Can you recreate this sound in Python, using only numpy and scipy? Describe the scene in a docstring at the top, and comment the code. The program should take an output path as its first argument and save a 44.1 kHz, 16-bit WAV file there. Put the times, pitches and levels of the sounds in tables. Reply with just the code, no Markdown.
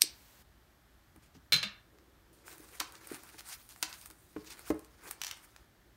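"""First comes one sharp snip: scissor blades scrape and bite through a ribbon on a paper-wrapped box.
The scissors drop onto a wooden table, where the steel rings and the handles clatter. Hands turn the
hollow box, which thumps on the table. Ribbon and paper rub and rustle, creases snap, and the bow's
hard knot patters on the wood. Behind it all is a small, quiet room with a faint hum and hiss."""
import sys
import numpy as np
from scipy import signal
from scipy.fft import rfft, irfft, next_fast_len
from scipy.io import wavfile
from scipy.ndimage import uniform_filter1d, map_coordinates

SR = 44100
rng = np.random.default_rng(int(sys.argv[2]) if len(sys.argv) > 2 else 0)


def persist_wave(psi):
    """Save psi, clipped to +-1, as 16-bit WAV."""
    counts = np.round(np.clip(psi, -1, 1) * 32767).astype(np.int16)
    wavfile.write(sys.argv[1], SR, np.atleast_2d(counts).T)


N = 262836

# A fade time (t60) is how long a sound takes to fall by 60 dB.
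# The blades touch during the cut: (time [s], peak level [dB], fade time [s])
BLADE_TOUCHES = [(.0085, -35, 0.014), (0.0114, -29.5, .008), (0.016, -19.5, 0.014), (0.019, -0.5, .0025),
                 (0.0225, -17, .006), (0.0303, -27, 0.0037)]
# Broad tones of the closing blades: (pitch [Hz], width [Hz], level [dB])
BLADE_TONES = [(2160, 620, -15), (4184, 990, -1.5), (5620, 700, -1), (8500, 580, 1.5), (12900, 2400, -13),
               (14070, 850, -14)]
# The dropped scissors bounce: (time [s], level [dB], fade time [s], treble cutoff [Hz])
SCISSOR_HITS = [(1.5222, -12, 0.0054, 19850), (1.5231, -15.5, 0.0029, 20240),
                (1.5253, -14.5, 0.0082, 19940), (1.531, -11.5, .02, 30340), (1.541, -13, .02, 9450),
                (1.552, -25.5, .02, 7940), (1.562, -24, .03, 30020), (1.6285, -17.5, 0.056, 5570),
                (1.639, -23.5, 0.014, 5490)]
# Ringing tones of the steel: (pitch [Hz], level [dB], fade time [s])
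STEEL_TONES = [(1674, -5.5, 0.13), (2277, 2.5, 0.044), (2316, -3, 0.047), (2482, -6, 0.04),
               (2702, -3, 0.085), (3187, -8, 0.064), (2972, -8, 0.07), (3554, -1, 0.08), (3595, 1, 0.14),
               (4050, 14, 0.079), (4133, 3, 0.09), (4170, -53, .06), (4900, -15, 0.078), (5220, -8, 0.06),
               (5850, -15, 0.061), (6380, -19, 0.198), (9670, -15, 0.17)]
# Tone colour of handles hitting the table: (frequency [Hz], level [dB])
CLATTER_COLOUR = [(130, -51), (220, -33), (565, -21.5), (779, -31), (1740, -12.5), (1930, -22.5),
                  (2270, -12), (3350, -11.5), (4080, -10), (6030, -19), (15500, -25.5)]
# Blows on box and table: (time [s], box peak [dB], crack over box [dB], table over box [dB])
BOX_BLOWS = [(0.038, -40, -15.5, -41), (1.16, -52, -3, -2), (1.351, -51, -2, 2.5), (2.6, -46.5, -27, -18.5),
             (2.809, -42, 14, -23), (3.115, -31, -17, -15), (3.343, -51, 4, -14), (3.828, -42.5, 10.5, -19),
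             (4.105, -55.5, 7.5, -7), (4.3629, -29.5, -11, -13), (4.703, -17.5, -13.5, -17),
             (4.743, -50, -18, -9), (5.039, -52.5, -1, -10.5)]
# Tones of the hollow box: (pitch [Hz], level [dB], fade time [s])
BOX_TONES = [(315, -9, .1), (350, 9, .018), (423.2, -13, .06), (587, -18, .045), (755, -18, .028),
             (1078.6, -19, .03)]
# Tones of the table top: (pitch [Hz], level [dB], fade time [s])
TABLE_TONES = [(76.03, -1.5, 0.076), (124.2, -4, 0.089), (164, -5, 0.11), (199, -4.5, .1),
               (267.6, -9, 0.12)]
# Paper and ribbon snap: (time [s], peak level [dB], middle over low [dB], high over low [dB])
CREASE_SNAPS = [(1.1614, -46, -8, 6), (1.9859, -49, 0, -18), (2.4804, -36, -10, -19), (2.581, -40, -4, 22),
                (2.7985, -28, 5, 8), (2.8013, -18.5, 9.5, 4.5), (2.806, -25, 1, -25.5),
                (2.9226, -40, 17, 21), (2.953, -39.5, 15, 7), (3.0716, -34.5, -15, 13),
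                (3.1213, -35.5, -5, 1), (3.1444, -32.5, 2, 2.5), (3.2344, -37.5, -1, 15),
                (3.4064, -33.5, 5, 1), (3.69, -35.5, 14, 25), (3.761, -40, -2.5, -5.5),
                (3.8267, -15, 15, 9.5), (3.8323, -22.5, 8, -9), (3.9277, -34, 26, 6),
                (3.9396, -38, 21, 15.5), (4.0133, -39, 22, 24.5), (4.0586, -31.5, 0, 12.5),
                (4.1017, -37.5, 6, 10), (4.1103, -38, 5.5, 12), (4.4465, -41.5, 1.5, 1),
                (4.5049, -37, 23, 21), (4.593, -35, -11, 6), (4.7025, -34.5, 7, 3.5), (4.793, -39.5, 9, 18),
                (4.8468, -43, 8, 8), (4.7437, -43.5, -5, 18), (5.0359, -41, -11, 7), (5.1104, -24, 1, 14),
                (5.3717, -45, -1, 3.5), (5.5625, -35.5, 3.5, -4.5)]
# The paper's low, middle and high bands, one list each: (frequency [Hz], level [dB])
PAPER_BANDS = ([(400, -40), (700, 0.5), (1500, 4), (2500, -4), (4000, -55.5)], [(1500, -21), (2500, -5),
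               (4500, -1), (7000, -4.5), (10000, -24)], [(4500, -24), (7000, -8), (9000, 7), (13000, -2),
               (16000, -2)])
# The knot hits the table: (time [s], peak level [dB])
KNOT_BOUNCES = [(5.2161, -18), (5.2362, -23), (5.2464, -26), (5.267, -27.5), (5.279, -33), (5.3118, -26.5)]
# Short tones of each bounce: (pitch [Hz], level [dB], fade time [s])
KNOT_TONES = [(1870, -6, .015), (3040, 0, .012), (4400, 1, .011), (5900, 5, .014), (8400, -3, .008)]
# Tone colour of the knot's click: (frequency [Hz], level [dB])
KNOT_COLOUR = [(470, -30), (800, -15), (3020, -8.5), (5080, -11.5), (5750, -4), (6350, -12), (15500, -23)]
# Hands, ribbon and box drag along: (time [s], middle band level [dB], brightness [dB])
DRAG_CURVE = [(2.33, -76.5, 8.5), (2.47, -75, -5), (2.6, -65.5, 0.5), (3.0, -65.5, -2), (3.15, -61.5, -3),
              (3.37, -67, 1), (3.77, -72.5, 8.5), (3.92, -61, -3), (4.02, -70, 12), (4.12, -81, 13),
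              (4.4, -70.5, -0.5), (4.6, -63.5, 0), (4.8, -76.5, 3), (4.92, -76.5, -1.5),
              (5.06, -66.5, -7.5), (5.18, -71.5, -3), (5.25, -64.5, -8.5), (5.42, -68, 0),
              (5.65, -82, -2.5)]
# Quick swishes of noise; the one at 4.474 s is a brief, narrow mid-treble hiss:
# (time [s], rise [s], fall [s], middle band level [dB], outer bands' average over middle [dB])
QUICK_SWISHES = [(1.235, 0.013, .04, -68, -5.5), (1.35, 0.0066, 0.023, -63, -16),
                 (2.488, 0.024, 0.07, -61, 2.5), (2.77, 0.04, 0.015, -59.5, -1),
                 (3.151, 0.067, 0.028, -59, 4), (3.299, 0.04, 0.011, -70, 8.5),
                 (3.389, 0.0076, 0.011, -48.5, -2), (3.535, 0.061, .026, -52.5, 1.5),
                 (3.61, 0.058, .017, -64.5, -1), (3.7, 0.0084, .041, -59, -4),
                 (4.04, 0.06, 0.036, -61.5, -0.5), (4.474, .016, 0.016, -52, -17.5),
                 (4.509, 0.013, 0.028, -54, -6.5), (4.696, 0.037, 0.019, -54, 1.5),
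                 (5.101, .057, 0.026, -62.5, 4), (5.28, .052, 0.039, -52, -7.5),
                 (5.44, 0.021, 0.017, -74, 11.5)]
# Tone colour of the rubbed box's rumble: (frequency [Hz], level [dB])
RUMBLE_COLOUR = [(200, -34), (320, 7.5), (420, -1), (560, -2.5), (750, -41.5)]
# How loud that rumble is: (time [s], level [dB])
RUMBLE_CURVE = [(1.82, -78), (1.94, -65), (2.3, -69), (2.56, -63.5), (3.15, -64.5), (3.4, -78), (4.3, -76),
                (4.62, -67), (4.85, -87), (5.06, -59), (5.25, -72.5), (5.5, -76)]
# How long the room echoes: (frequency [Hz], fade time [s])
ECHO_TIMES = [(200, 0.24), (1200, 0.52), (2500, .32), (5000, .27), (12000, 0.11)]
# Tone colour of the room's steady noise and hiss: (frequency [Hz], level [dB])
AIR_COLOUR = [(15, -44), (25, -10), (61, -9), (180, -18.5), (354, -21), (503, -30), (575, -25),
              (1020, -27.5), (1230, -27), (1840, -28.5), (2610, -35.5), (3250, -34), (7510, -41),
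              (12500, -41), (16000, -45.5)]
# Hum of the mains power: (pitch [Hz], rms level [dB])
HUM_TONES = [(60, -72), (120, -80.5)]
# The microphone cuts deep bass and has a dip in the treble: (frequency [Hz], gain [dB])
MIC_COLOUR = [(20, -24), (45, -2), (8500, -0.5), (10400, -3), (12000, 1.5)]


def scissor_snip(bare_scrape_db=-24.5):
    """Short scrapes and the final bite stir the broad tones of the blades."""
    def blades(hz):
        return sum((-1) ** k * amp(db) * 1j * hz * width / (pitch ** 2 - hz ** 2 + 1j * hz * width)
                   for k, (pitch, width, db) in enumerate(BLADE_TONES))

    out = np.zeros(N)
    for s, db, t60 in BLADE_TOUCHES:
        scrape = burst(t60, rise=0.0011)
        add(out, s, at_peak(filtered(scrape, blades) + amp(bare_scrape_db) * scrape, db))
    return out


def scissor_drop(steel_db=-3):
    """Each hit rings the steel and clatters the handles; the two landings also shake the table top."""
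    out = np.zeros(N)
    for s, db, t60, cutoff_hz in SCISSOR_HITS:  # each hit has its own treble cutoff
        hit = at_peak(ring(STEEL_TONES, scatter_db=np.sqrt(12), rise=0.00081), db + steel_db)
        add(hit, 0, at_peak(coloured(burst(t60, rise=0.00035), CLATTER_COLOUR), db))
        add(out, s, filtered(hit, lambda hz: 1 / (1 + 1j * hz / cutoff_hz) ** 2))
    for (s, *_), table_db in ((SCISSOR_HITS[0], -36), (SCISSOR_HITS[-2], -44)):
        add(out, s + 0.0118, at_peak(ring(TABLE_TONES[1:], scatter_db=7.5, rise=0.02), table_db))
    return out


def box_thumps():
    """Soft blows ring the hollow box and the table; landing on an edge adds a dull crack."""
    out = np.zeros(N)
    for s, db, crack_db, table_db in BOX_BLOWS:
        noise = rng.standard_normal(SR // 4)
        dull_noise = coloured(noise, [(400, -29), (800, -3), (1500, -6), (3000, -18.5), (8000, -47)])
        crack = at_peak(dull_noise * fade(t60=0.038, rise=0.00076), db + crack_db)
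        box = at_peak(ring(BOX_TONES, scatter_db=3.5, rise=0.005), db)
        table = at_peak(ring(TABLE_TONES, scatter_db=3, rise=0.008), db + table_db)
        add(out, s, box + crack + table)
    return out


def paper_snaps(ticks_per_s=8):
    """A crease lets go with a brief burst of noise. Faint random ticks follow the drag's level."""
    out, drag_db = np.zeros(N), drag()[0]
    dice = rng.random((round(ticks_per_s * N / SR), 4))
    ticks = [(when * N / SR, drag_db[int(when * N)] + 19 - 12 * soft, 16 * middle - 4, 16 * high + 0.5)
             for when, soft, middle, high in dice]  # same columns as CREASE_SNAPS
    for s, db, middle_db, high_db in CREASE_SNAPS + ticks:
        t60 = 0.0068 * amp(0.1651 * (db + 40))  # bigger snaps last longer
        crack = burst(t60, rise=t60 / 12)
        snap = sum(at_peak(coloured(crack, band), band_db)
                   for band, band_db in zip(PAPER_BANDS, (0, middle_db, high_db)))
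        add(out, s, at_peak(snap, db))
    return out


def knot_patter(ring_db=-11):
    """The bow's hard knot bounces on the table: dry clicks, each with a short ring."""
    out = np.zeros(N)
    for s, db in KNOT_BOUNCES:
        add(out, s, at_peak(coloured(burst(t60=0.012, rise=0.00036), KNOT_COLOUR), db))
        add(out, s, at_peak(ring(KNOT_TONES, scatter_db=8, rise=0.00072), db + ring_db))
    return out


def rustle(slips_per_s=1500, slip_share=0.3, swish_bright_db=2):
    """Rubbing hisses, tiny fibres slip and the box rumbles; quick swishes swell over the drag."""
    t = np.arange(N) / SR
    slipping = rng.random(N) < slips_per_s / SR
    slips = slipping * amp(3.5 * np.clip(rng.standard_normal(N), -2, 2)) * rng.standard_normal(N)
    grip_db = 1.8 * map_coordinates(rng.standard_normal(600), [t * 60])  # wavers 60 times a second
    rub = np.sqrt(slip_share) * unit_rms(slips) + np.sqrt(1 - slip_share) * rng.standard_normal(N)
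    rub = patchy(amp(grip_db) * rub, depth_db=2)  # the contact wanders, so the colour shifts
    drag_db, bright_db = drag()
    gains = amp([drag_db - bright_db, drag_db, drag_db + 1 + bright_db])  # low, middle, high
    for s, rise, fall, db, outer_db in QUICK_SWISHES:
        swell = np.exp(-((t - s) / np.where(t < s, rise, fall)) ** 2)
        bands_db = [[db + outer_db - swish_bright_db], [db], [db + outer_db + swish_bright_db]]
        gains = np.hypot(gains, amp(bands_db) * swell)
    rumble = (t > RUMBLE_CURVE[0][0]) * amp(curves(RUMBLE_CURVE)[0]) * coloured(rub, RUMBLE_COLOUR)
    return rumble + sum(gain * coloured(rub, band) for band, gain in zip(PAPER_BANDS, gains))


def drag():
    """Level and brightness of the dragging in dB; silent before it starts and after it ends."""
    level_db, bright_db = curves(DRAG_CURVE)
    t = np.arange(N) / SR
    moving = (t > DRAG_CURVE[0][0]) & (t < DRAG_CURVE[-1][0])
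    return np.where(moving, level_db, -120), bright_db


def room_echo(x, delay_s=0.0052):
    """Each frequency of the echo dies at its own speed; each quarter second gets its own tail."""
    out, step = np.zeros(N + SR), SR // 4
    for start in range(0, N, step):
        hz, t, spectrum = signal.stft(rng.standard_normal(SR // 2), SR, nperseg=256)
        dying = amp(-60 * t / value_at(ECHO_TIMES, hz)[:, None])
        tail = signal.istft(spectrum * dying, SR, nperseg=256)[1]
        echo = signal.fftconvolve(x[start:start + step], tail / np.linalg.norm(tail))
        add(out, start / SR + delay_s, echo)
    return out[:N]


def background(air_db=-63, early_db=-62.5, early_end_s=0.425):
    """Steady room noise, mains hum and microphone hiss; the hiss starts louder, then steps down."""
    t = np.arange(N) / SR
    hiss = coloured(rng.standard_normal(N), [(100, -11), (1000, -0.5), (16000, -6.5)])
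    early_hiss = amp(early_db) * (t < early_end_s) * hiss
    hum = sum(amp(db) * np.sqrt(2) * np.sin(2 * np.pi * hz * t) for hz, db in HUM_TONES)
    return amp(air_db) * coloured(rng.standard_normal(N), AIR_COLOUR) + early_hiss + hum


def ring(tones, scatter_db, rise):
    """A struck object: fading tones, each a little louder or softer by chance."""
    t = np.arange(SR // 4) / SR
    return sum(amp(db + rng.normal(0, scatter_db)) * np.sin(2 * np.pi * hz * t) * fade(t60, rise)
               for hz, db, t60 in tones)


def burst(t60, rise):
    """A dying puff of noise, evened out from bass to treble so it has no colour of its own."""
    spectrum = rfft(rng.standard_normal(4096) * fade(t60, rise)[:4096])
    return irfft(spectrum / uniform_filter1d(np.abs(spectrum), size=60))[:3072]


def fade(t60, rise):
    """A quick rise, then a fall of 60 dB every t60 seconds."""
    t = np.arange(SR // 4) / SR
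    return amp(-60 * t / max(t60, 0.001)) * (1 - np.exp(-t / rise))


def patchy(x, depth_db):
    """Makes random patches of time and frequency louder or softer."""
    spectrum = signal.stft(x, nperseg=256)[2]
    patches = uniform_filter1d(rng.standard_normal(spectrum.shape), size=9, axis=0)
    patches = uniform_filter1d(patches, size=10, axis=1)
    return signal.istft(spectrum * amp(depth_db * unit_rms(patches)), nperseg=256)[1][:N]


def coloured(x, points):
    """Shapes x with (frequency [Hz], level [dB]) points, then scales it to rms 1."""
    return unit_rms(filtered(x, lambda hz: amp(value_at(points, hz))))


def filtered(x, response):
    """Multiplies each frequency in x by response(hz)."""
    size = next_fast_len(x.shape[-1] + 2048)
    return irfft(rfft(x, size) * response(np.fft.rfftfreq(size, 1 / SR)), size)[..., :x.shape[-1]]


def value_at(points, hz):
    """Reads between (frequency [Hz], value) points on a log frequency scale."""
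    freqs, values = np.transpose(points)
    return np.interp(np.log(hz + 1), np.log(freqs + 1), values)


def curves(rows):
    """Turns each column after the time into one value per sample."""
    times, *columns = np.transpose(rows)
    return [np.interp(np.arange(N) / SR, times, column) for column in columns]


def add(track, s, sound):
    """Mixes a sound in at s seconds."""
    part = track[round(s * SR):][:len(sound)]
    part += sound[:len(part)]


def at_peak(x, db):
    """Scales x so its peak is at db."""
    return amp(db) * x / np.abs(x).max()


def unit_rms(x):
    """Scales x to an average strength (rms) of 1."""
    return x / np.sqrt(np.mean(x ** 2) + 1e-20)


def amp(db):
    """Turns dB into a multiplier."""
    return 10 ** (np.asarray(db) / 20)


def scene():
    """Mixes it all. The scissors land farther away, so their fall gets the most echo."""
    cut, fall, thumps = scissor_snip(), scissor_drop(), box_thumps()
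    wrapping = paper_snaps() + knot_patter()
    echo = room_echo(amp(-15) * cut + amp(-7) * fall + amp(-12) * thumps + amp(-9) * wrapping)
    return (cut + fall + thumps + wrapping + echo + rustle() + background())[None]


def record(dry):
    """The microphone colours the sound and keeps nothing above 15750 Hz."""
    return filtered(dry, lambda hz: amp(value_at(MIC_COLOUR, hz)) * (hz < 15750))


dry = scene()
out = record(dry)
persist_wave(out)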